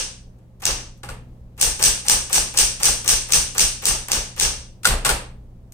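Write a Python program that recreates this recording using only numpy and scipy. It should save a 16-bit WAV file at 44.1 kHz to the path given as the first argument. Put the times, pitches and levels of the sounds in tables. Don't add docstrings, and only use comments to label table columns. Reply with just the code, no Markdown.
import sys
import numpy as np
from scipy import signal
from scipy.fft import rfft, irfft, next_fast_len
from scipy.io import wavfile
from scipy.ndimage import uniform_filter1d, map_coordinates

SR = 44100
rng = np.random.default_rng(int(sys.argv[2]) if len(sys.argv) > 2 else 0)


def store_wav(level_fs):
    pcm = np.round(np.clip(np.atleast_2d(level_fs), -1, 1) * 32767)
    wavfile.write(sys.argv[1], SR, pcm.T.astype(np.int16))


def linear_from_db(decibels):
    return 10 ** (np.asarray(decibels, float) / 20)


N = 252693
LEAD = SR // 4
M = N + LEAD
HOP = 64


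def unit(x):
    return x / np.sqrt(np.mean(x ** 2) + 1e-20)


def along(points, hz):
    f, v = np.transpose(points)
    return np.interp(np.log(hz + 1), np.log(f + 1), v)


def wobble(rate):
    return map_coordinates(rng.standard_normal(int(M * rate / SR) + 4), [np.arange(M) * rate / SR])


def filtered(x, response):
    m = next_fast_len(x.shape[-1] + 8192)
    return irfft(rfft(x, m) * response(np.fft.rfftfreq(m, 1 / SR)), m)[..., :x.shape[-1]]


def add(track, s, sound):
    part = track[round(s * SR) + LEAD:][:len(sound)]
    part += sound[:len(part)]


def contacts(rows, rise):
    power, t = np.zeros(M), np.arange(SR // 8) / SR
    for s, db, t60 in rows:
        envelope = linear_from_db(db - 60 * t / abs(t60)) * (1 - np.exp(-t / abs(rise * t60)))
        add(power, s, envelope ** 2)
    return power


def following(pattern, blows):
    chance = rng.standard_normal((len(blows), len(pattern), 2))
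    rows = []
    for (s, blow_db), row in zip(blows, chance):
        for (delay, db, t60), (u, v) in zip(pattern, row):
            rows.append((s + delay + .03 * delay * u, blow_db + db + 1.98 * v, t60))
    return rows


def colour(spectrum):
    grid = np.fft.rfftfreq(2048, 1 / SR)
    cep = irfft(np.log(linear_from_db(along(spectrum, grid)) + 1e-5))
    cep[1:1024] *= 2
    cep[1025:] = 0
    gain = np.exp(rfft(cep))
    gain /= np.sqrt(np.mean(np.abs(gain) ** 2))
    return lambda hz: np.interp(hz, grid, gain.real) + 1j * np.interp(hz, grid, gain.imag)


def basket(spectrum):
    dip_hz, dip_width_hz, dip_depth = 10570, 300, 0.96
    plain = colour(spectrum)
    return lambda hz: plain(hz) * (1 - dip_depth * np.exp(-((hz - dip_hz) / dip_width_hz) ** 2))


def resonances(modes, f):
    return sum((-1) ** k * linear_from_db(db) * 1j * f * w / (c * c - f * f + 1j * f * w)
               for k, (c, w, db) in enumerate(modes))


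# frequency in Hz, likeness from 0 to 1.
LIKENESS = [(100, 0.95), (250, 0.93), (500, 0.72), (1000, 0.15), (2000, 0.054), (12000, 0.022)]


def paired(pair):
    turn = lambda hz: np.arccos(np.clip(along(LIKENESS, hz), -1, 1)) / 2
    mid_side = lambda hz: np.sqrt(2) * np.array([np.cos(turn(hz)), np.sin(turn(hz))])
    mid, side = filtered(pair, mid_side) / np.sqrt(2)
    return np.array([mid + side, mid - side])


# frequency in Hz, level in dB rms.
HUM_LINES = [(29.7, -60.5), (59.3, -55.5), (119.8, -51.5), (183, -61), (240, -67), (527, -74)]
# frequency in Hz, level in dB per Hz.
RUMBLE_AIR = [(12, -25.5), (22, -4.5), (45, -10), (70, -9), (100, -20), (200, -20), (300, -28.5),
              (500, -31.5), (800, -37), (1400, -48), (2500, -53.5), (5000, -57.5), (10000, -60),
              (16000, -63.5)]


def motor():
    idle_db, swell_db, recover_s = 1, 7.5, 0.22
    t = np.arange(M) / SR
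    since = t[:, None] - LEAD / SR - [row[0] for row in BLOWS + TABLE_PUSHES]
    drawn = (np.exp(-np.abs(since) / recover_s) * (since > 0)).sum(axis=1)
    load = linear_from_db(idle_db + swell_db * np.tanh(drawn))
    lines = np.zeros(M)
    for hz, db in HUM_LINES:
        level = np.sqrt(2) * linear_from_db(db + 0.38 * wobble(28.0))
        lines += level * np.sin(2 * np.pi * hz * t + 0.31 * wobble(4.4))
    noise = paired(rng.standard_normal((2, M)))
    air = unit(filtered(noise, lambda hz: linear_from_db(along(RUMBLE_AIR, hz))))
    return load * lines + load ** .6 * linear_from_db(-47 + 0.56 * wobble(5.05)) * air


# start in seconds, force in dB, spring brightness in dB, cam level in dB.
BLOWS = [(-.12, -7, -1.5, -18), (0.654, -14.5, -8, -32.5), (1.6127, -11.5, 3.3, -35.5),
         (1.8262, -8.5, 2.5, -25.5), (2.0835, -9.5, 2.5, -32.5), (2.3294, -9.5, 2.5, -30),
         (2.5741, -9, 1.5, -31), (2.832, -7, 2.2, -29), (3.0778, -7.5, 1.1, -31), (3.3217, -7, 1.5, -32),
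         (3.5812, -8, 0.5, -30.5), (3.855, -12, 2.4, -31), (4.1174, -14, -3, -29),
         (4.3983, -11, -2.5, -32.5)]
# frequency in Hz, level in dB per Hz.
SLUG_COLOUR = [(700, -23.5), (2200, -14), (4000, -6.5), (6500, -2.5), (8800, -2), (10500, -10.5),
               (15500, -16.5), (16400, -47)]


def slug_blows():
    return [(s, 1.54 + 0.14 * bright) for s, _, bright, _ in BLOWS]


def platen_cracks():
    guide_s = .0009
    cracks = [(s + late, db + 1.0, .004) for s, db in slug_blows() for late in (0, guide_s)]
    return [(contacts(cracks, rise=0.056), basket(SLUG_COLOUR), .6, -3, 1.02)]


# delay in seconds, level in dB, length t60 in seconds.
BAR_SWING = [(-.020, -28.5, 0.082), (-.006, -21, .04), (.0015, -16, .04)]
# delay in seconds, level in dB, length t60 in seconds.
CARRIAGE_ESCAPE = [(.0085, -11, .012), (.0108, 2, 0.01), (.0128, 7.5, 0.018), (.016, 3, 0.01),
                   (.022, 3, .008), (.028, -4, 0.006), (.035, -14, .01), (.041, -8, .008),
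                   (.052, -5, 0.034), (.065, -5.5, 0.008)]
# frequency in Hz, level in dB per Hz.
THIN_STEEL = [(710, -22), (1200, -24), (1700, -7.5), (1860, -17.5), (2140, -11.5), (2780, -7), (4070, -8.5),
              (5970, 1), (7340, -8), (8750, 1), (9860, -9), (10800, -26), (11600, -18.5), (15100, -17),
              (16300, -49.5)]


def bars_and_escapement():
    levers = following(BAR_SWING, slug_blows()) + following(CARRIAGE_ESCAPE, [b[:2] for b in BLOWS])
    steel, thin = contacts(levers, rise=0.037), basket(THIN_STEEL)
    starts, bright_db = np.transpose([(s - .03, bright) for s, _, bright, _ in BLOWS])
    stroke = np.searchsorted(starts, (np.arange(M) - LEAD) / SR).clip(1) - 1
    springs = steel * linear_from_db(bright_db[stroke]) ** 2
    upper = lambda hz: 1 / (1 + (7300 / (hz + 1)) ** 12)
    return [(steel, lambda hz: thin(hz) * np.sqrt(1 - upper(hz)), 4, 2.5, 1.02),
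            (springs, lambda hz: thin(hz) * np.sqrt(upper(hz)), 4, 2.5, 1.02)]


# frequency in Hz, level in dB, t60 in seconds, delay in seconds.
TABLE_MODES = [(30.1, -1.5, 0.43, .036), (54.4, 3, 0.19, 0.0512), (88, -9, 0.21, .042),
               (139, -8, 0.19, .03), (184.4, -10.5, .12, .015)]
# start in seconds, level in dB.
TABLE_PUSHES = [
    (1.04, -28),
    (1.07, -30.5),
    (4.856, -13),
    (4.888, -23),
    (5.062, -19),
]


def table_top():
    out, t = np.zeros(M), np.arange(SR // 2) / SR
    pushes = [(b[0], -22) for b in BLOWS] + TABLE_PUSHES
    swell = 1 - np.exp(-t / 0.015)
    for (s, push_db), scatter in zip(pushes, rng.standard_normal((len(pushes), len(TABLE_MODES)))):
        for (hz, db, t60, delay), u in zip(TABLE_MODES, scatter):
            decay = linear_from_db(push_db + db + u - 60 * t / t60)
            add(out, s + delay, decay * np.sin(2 * np.pi * hz * t) * swell)
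    return out


# start in seconds, bright level in dB, dull level in dB.
LONE_CLICKS = [
    (0.383, -53.5, -68),
    (0.4106, -73, -68),
    (0.598, -36, -53.5),
    (0.9724, -45, -70),
    (1.5158, -69, -67),
    (1.566, -47, -59),
    (5.7205, -26, -50.5),
]
# frequency in Hz, level in dB per Hz.
LEVER_COLOUR = [(700, -28.5), (1500, -9.5), (3000, -13), (6000, -6), (8500, -3), (10600, -8), (14000, -7.5),
                (16300, -36)]
KEY_T60 = .045


def key_touches():
    cam_lead_s, cam_steel_db = 0.036, 11
    return LONE_CLICKS + [(s - cam_lead_s, cam + cam_steel_db, cam) for s, _, _, cam in BLOWS]


def cam_trips():
    clicks = [(s, bright - 4, KEY_T60) for s, bright, _ in key_touches()]
    return [(contacts(clicks, rise=0.11), colour(LEVER_COLOUR), 4, -1.5, .9)]


# delay in seconds, level in dB, length t60 in seconds.
BAR_RETURN = [(0, 5, 0.0046), (.013, 17, 0.0091), (.032, 11.5, 0.017), (.050, 12, 0.016), (.063, -5, 0.033)]
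# frequency in Hz, width in Hz, level in dB.
CASE_MODES = [(127, 45, -2), (195, 43, -4.5), (284, 19, -18), (387, 96, -2.5), (518, 38, 3), (820, 49.7, 7),
              (1160, 110, 2.5), (1510, 190, -3), (1710, 140, 0), (2490, 1200, -5)]


def case(f):
    return 3 * resonances(CASE_MODES, f)


def case_knocks():
    drops = following(BAR_RETURN, [(b[0], -25) for b in BLOWS])
    keys = [(s, dull + 7, 3.4 * KEY_T60) for s, _, dull in key_touches()]
    return [(contacts(drops + keys, rise=0.059), case, 3, -.5, 1.02)]


# start in seconds, steel level in dB, case knock in dB,
# frame ring in dB, bounce gap in seconds.
CLACK_ROWS = [
    (1.032, -33, -33, -50, .012),
    (1.088, -31, -30.5, -36.5, 0.01),
    (4.832, -31, -45, -63, .006),
    (4.8457, -18.5, -31, -35, .012),
    (4.853, -5.5, -17.5, -13, 0.017),
    (4.905, -23, -19, -40, 0.015),
    (5.048, -12.5, -24, -31.5, 0.016),
    (5.056, -12, -17, -24.5, .007),
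    (5.0902, -9.5, -17, -20.5, .009),
]
# frequency in Hz, level in dB per Hz.
HEAVY_STEEL = [(710, -44.5), (1200, -13), (1410, -11.5), (1650, -14), (3380, -12.5), (4400, -10.5),
               (6800, -14.5), (8650, -7), (10600, -17.5), (14400, -21.5), (16300, -36.5)]


def bounces():
    steel_loss_db, case_loss_db, ring_loss_db = 5.5, 3.5, 17.5
    return [(s + k * gap, steel - k * steel_loss_db, knock - k * case_loss_db, ring - k * ring_loss_db)
            for s, steel, knock, ring, gap in CLACK_ROWS for k in range(3)]


def carriage_clacks():
    clack_t60 = 0.039
    heavy = [(s, steel + 3, clack_t60) for s, steel, _, _ in bounces()]
    clunks = [(s, knock + 9, 1.1 * clack_t60) for s, _, knock, _ in bounces()]
    return [(contacts(heavy, rise=0.025), colour(HEAVY_STEEL), 1.2, -4, .8),
            (contacts(clunks, rise=0.043), lambda hz: case(hz) / (1 + 1j * hz / 2500), 3, -1.5, .98)]


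# frequency in Hz, level in dB, t60 in seconds.
FRAME_MODES = [(827, -8.5, 0.017), (1240, 1, 0.013), (1437, 8, 0.055), (1428, -3, .05), (1510, 1.5, .05),
               (4500, -18.5, .03), (9000, -8.5, 0.035), (9550, -16, .04)]


def carriage_frame():
    out, t = np.zeros(M), np.arange(SR // 5) / SR
    hits = bounces()
    for row, scatter in zip(hits, rng.standard_normal((len(hits), len(FRAME_MODES)))):
        ring = np.zeros(len(t))
        for (hz, db, t60), u in zip(FRAME_MODES, scatter):
            ring += linear_from_db(db + 0.83 * u - 60 * t / t60) * np.sin(2 * np.pi * hz * t)
        add(out, row[0], linear_from_db(row[-1]) * ring * (1 - np.exp(-t / 0.0011)))
    return out


def direct(parts, ring):
    out, links = np.array([ring, ring]), wobble(700)
    for power, response, chatter_db, _, _ in parts:
        a, b = rng.standard_normal((2, M))
        rattle = np.sqrt(power) * unit(linear_from_db(chatter_db * links))
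        out += filtered(rattle * [a, 0.4 * a + 0.75 * b], response)
    apart = filtered(out[1] - out[0], lambda hz: 1 / (1 + (hz / 500) ** 4))
    return np.array([out[0] + apart / 2, np.roll(out[1] - apart / 2, 6)])


# frequency in Hz, t60 in seconds.
ROOM_T60 = [(150, 0.51), (530, 0.46), (1400, 0.44), (3700, 0.46), (9700, 0.38), (15000, 0.22)]


def lingering(power, hz, length):
    keep = linear_from_db(-60 * HOP / SR / (length * along(ROOM_T60, hz))) ** 2
    gather = np.exp(-HOP / SR / 0.00033)
    far = round(.008 * SR / HOP)
    return np.abs([signal.lfilter([0] * far + [(1 - k) * (1 - gather)],
                                  np.convolve([1, -k], [1, -gather]), band)
                   for k, band in zip(keep, power)])


def room(parts, ring):
    frames = dict(nperseg=4 * HOP, noverlap=3 * HOP)
    hz, t, z = signal.stft(rng.standard_normal((2, M)), SR, **frames)
    ringing = np.abs(signal.stft(ring, SR, **frames)[2]) ** 2 / np.mean(np.abs(z) ** 2)
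    spread = linear_from_db(-19.5) ** 2 * lingering(ringing, hz, .7)
    for power, response, _, wet_db, length in parts:
        steps = np.interp(t * SR, np.arange(M), uniform_filter1d(power, HOP))
        bands = np.abs(response(hz))[:, None] ** 2 * steps
        spread += linear_from_db(wet_db) ** 2 * lingering(bands, hz, length)
    loudness, faint = spread[hz > 700].mean(0), linear_from_db(-48.5) ** 2
    overall = (loudness / (loudness + faint)) ** 0.38
    treble = (spread / (spread + linear_from_db(-61) ** 2)) ** np.where(hz > 1500, .4, 0)[:, None]
    spread *= overall * treble
    return paired(signal.istft(z * np.sqrt(spread), SR, **frames)[1][:, :M])


# frequency in Hz, left minus right in dB.
LEFT_LEAN = [(60, -5.5), (180, 2.5), (550, 0), (1650, -0.5), (4970, 1), (15000, 1)]
# frequency in Hz, width in Hz, level in dB.
IDLE_BARS = [(2770, 40, -2), (5300, 45, -1), (5750, 28, -2), (5880, 50, 0.5), (6240, 53, -0.5),
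             (6520, 27, -1), (6600, 13, -8), (7980, 40, -1), (8000, 48, 3), (8460, 37, -1),
             (8490, 45, -1.5), (9140, 55, -2.5), (9150, 52, -4)]


def scene():
    parts = platen_cracks() + bars_and_escapement() + cam_trips() + case_knocks() + carriage_clacks()
    ring = carriage_frame()
    machine = direct(parts, ring) + room(parts, ring)
    lean = lambda hz: linear_from_db(along(LEFT_LEAN, hz) * [[.5], [-.5]])
    machine = filtered(machine, lambda hz: lean(hz) * (0.94 + resonances(IDLE_BARS, hz)))
    return (machine + table_top() * linear_from_db([[.3], [-.3]]) + motor())[:, LEAD:]


def band_limit(x):
    return signal.sosfilt(signal.butter(12, 16440, fs=SR, output="sos"), x)


def record(dry):
    x = dry / (1 + np.abs(dry / .86) ** 8) ** (1 / 8)
    x = filtered(x, lambda hz: hz < 16400)
    return band_limit(x)


dry = scene()
out = record(dry)
store_wav(out)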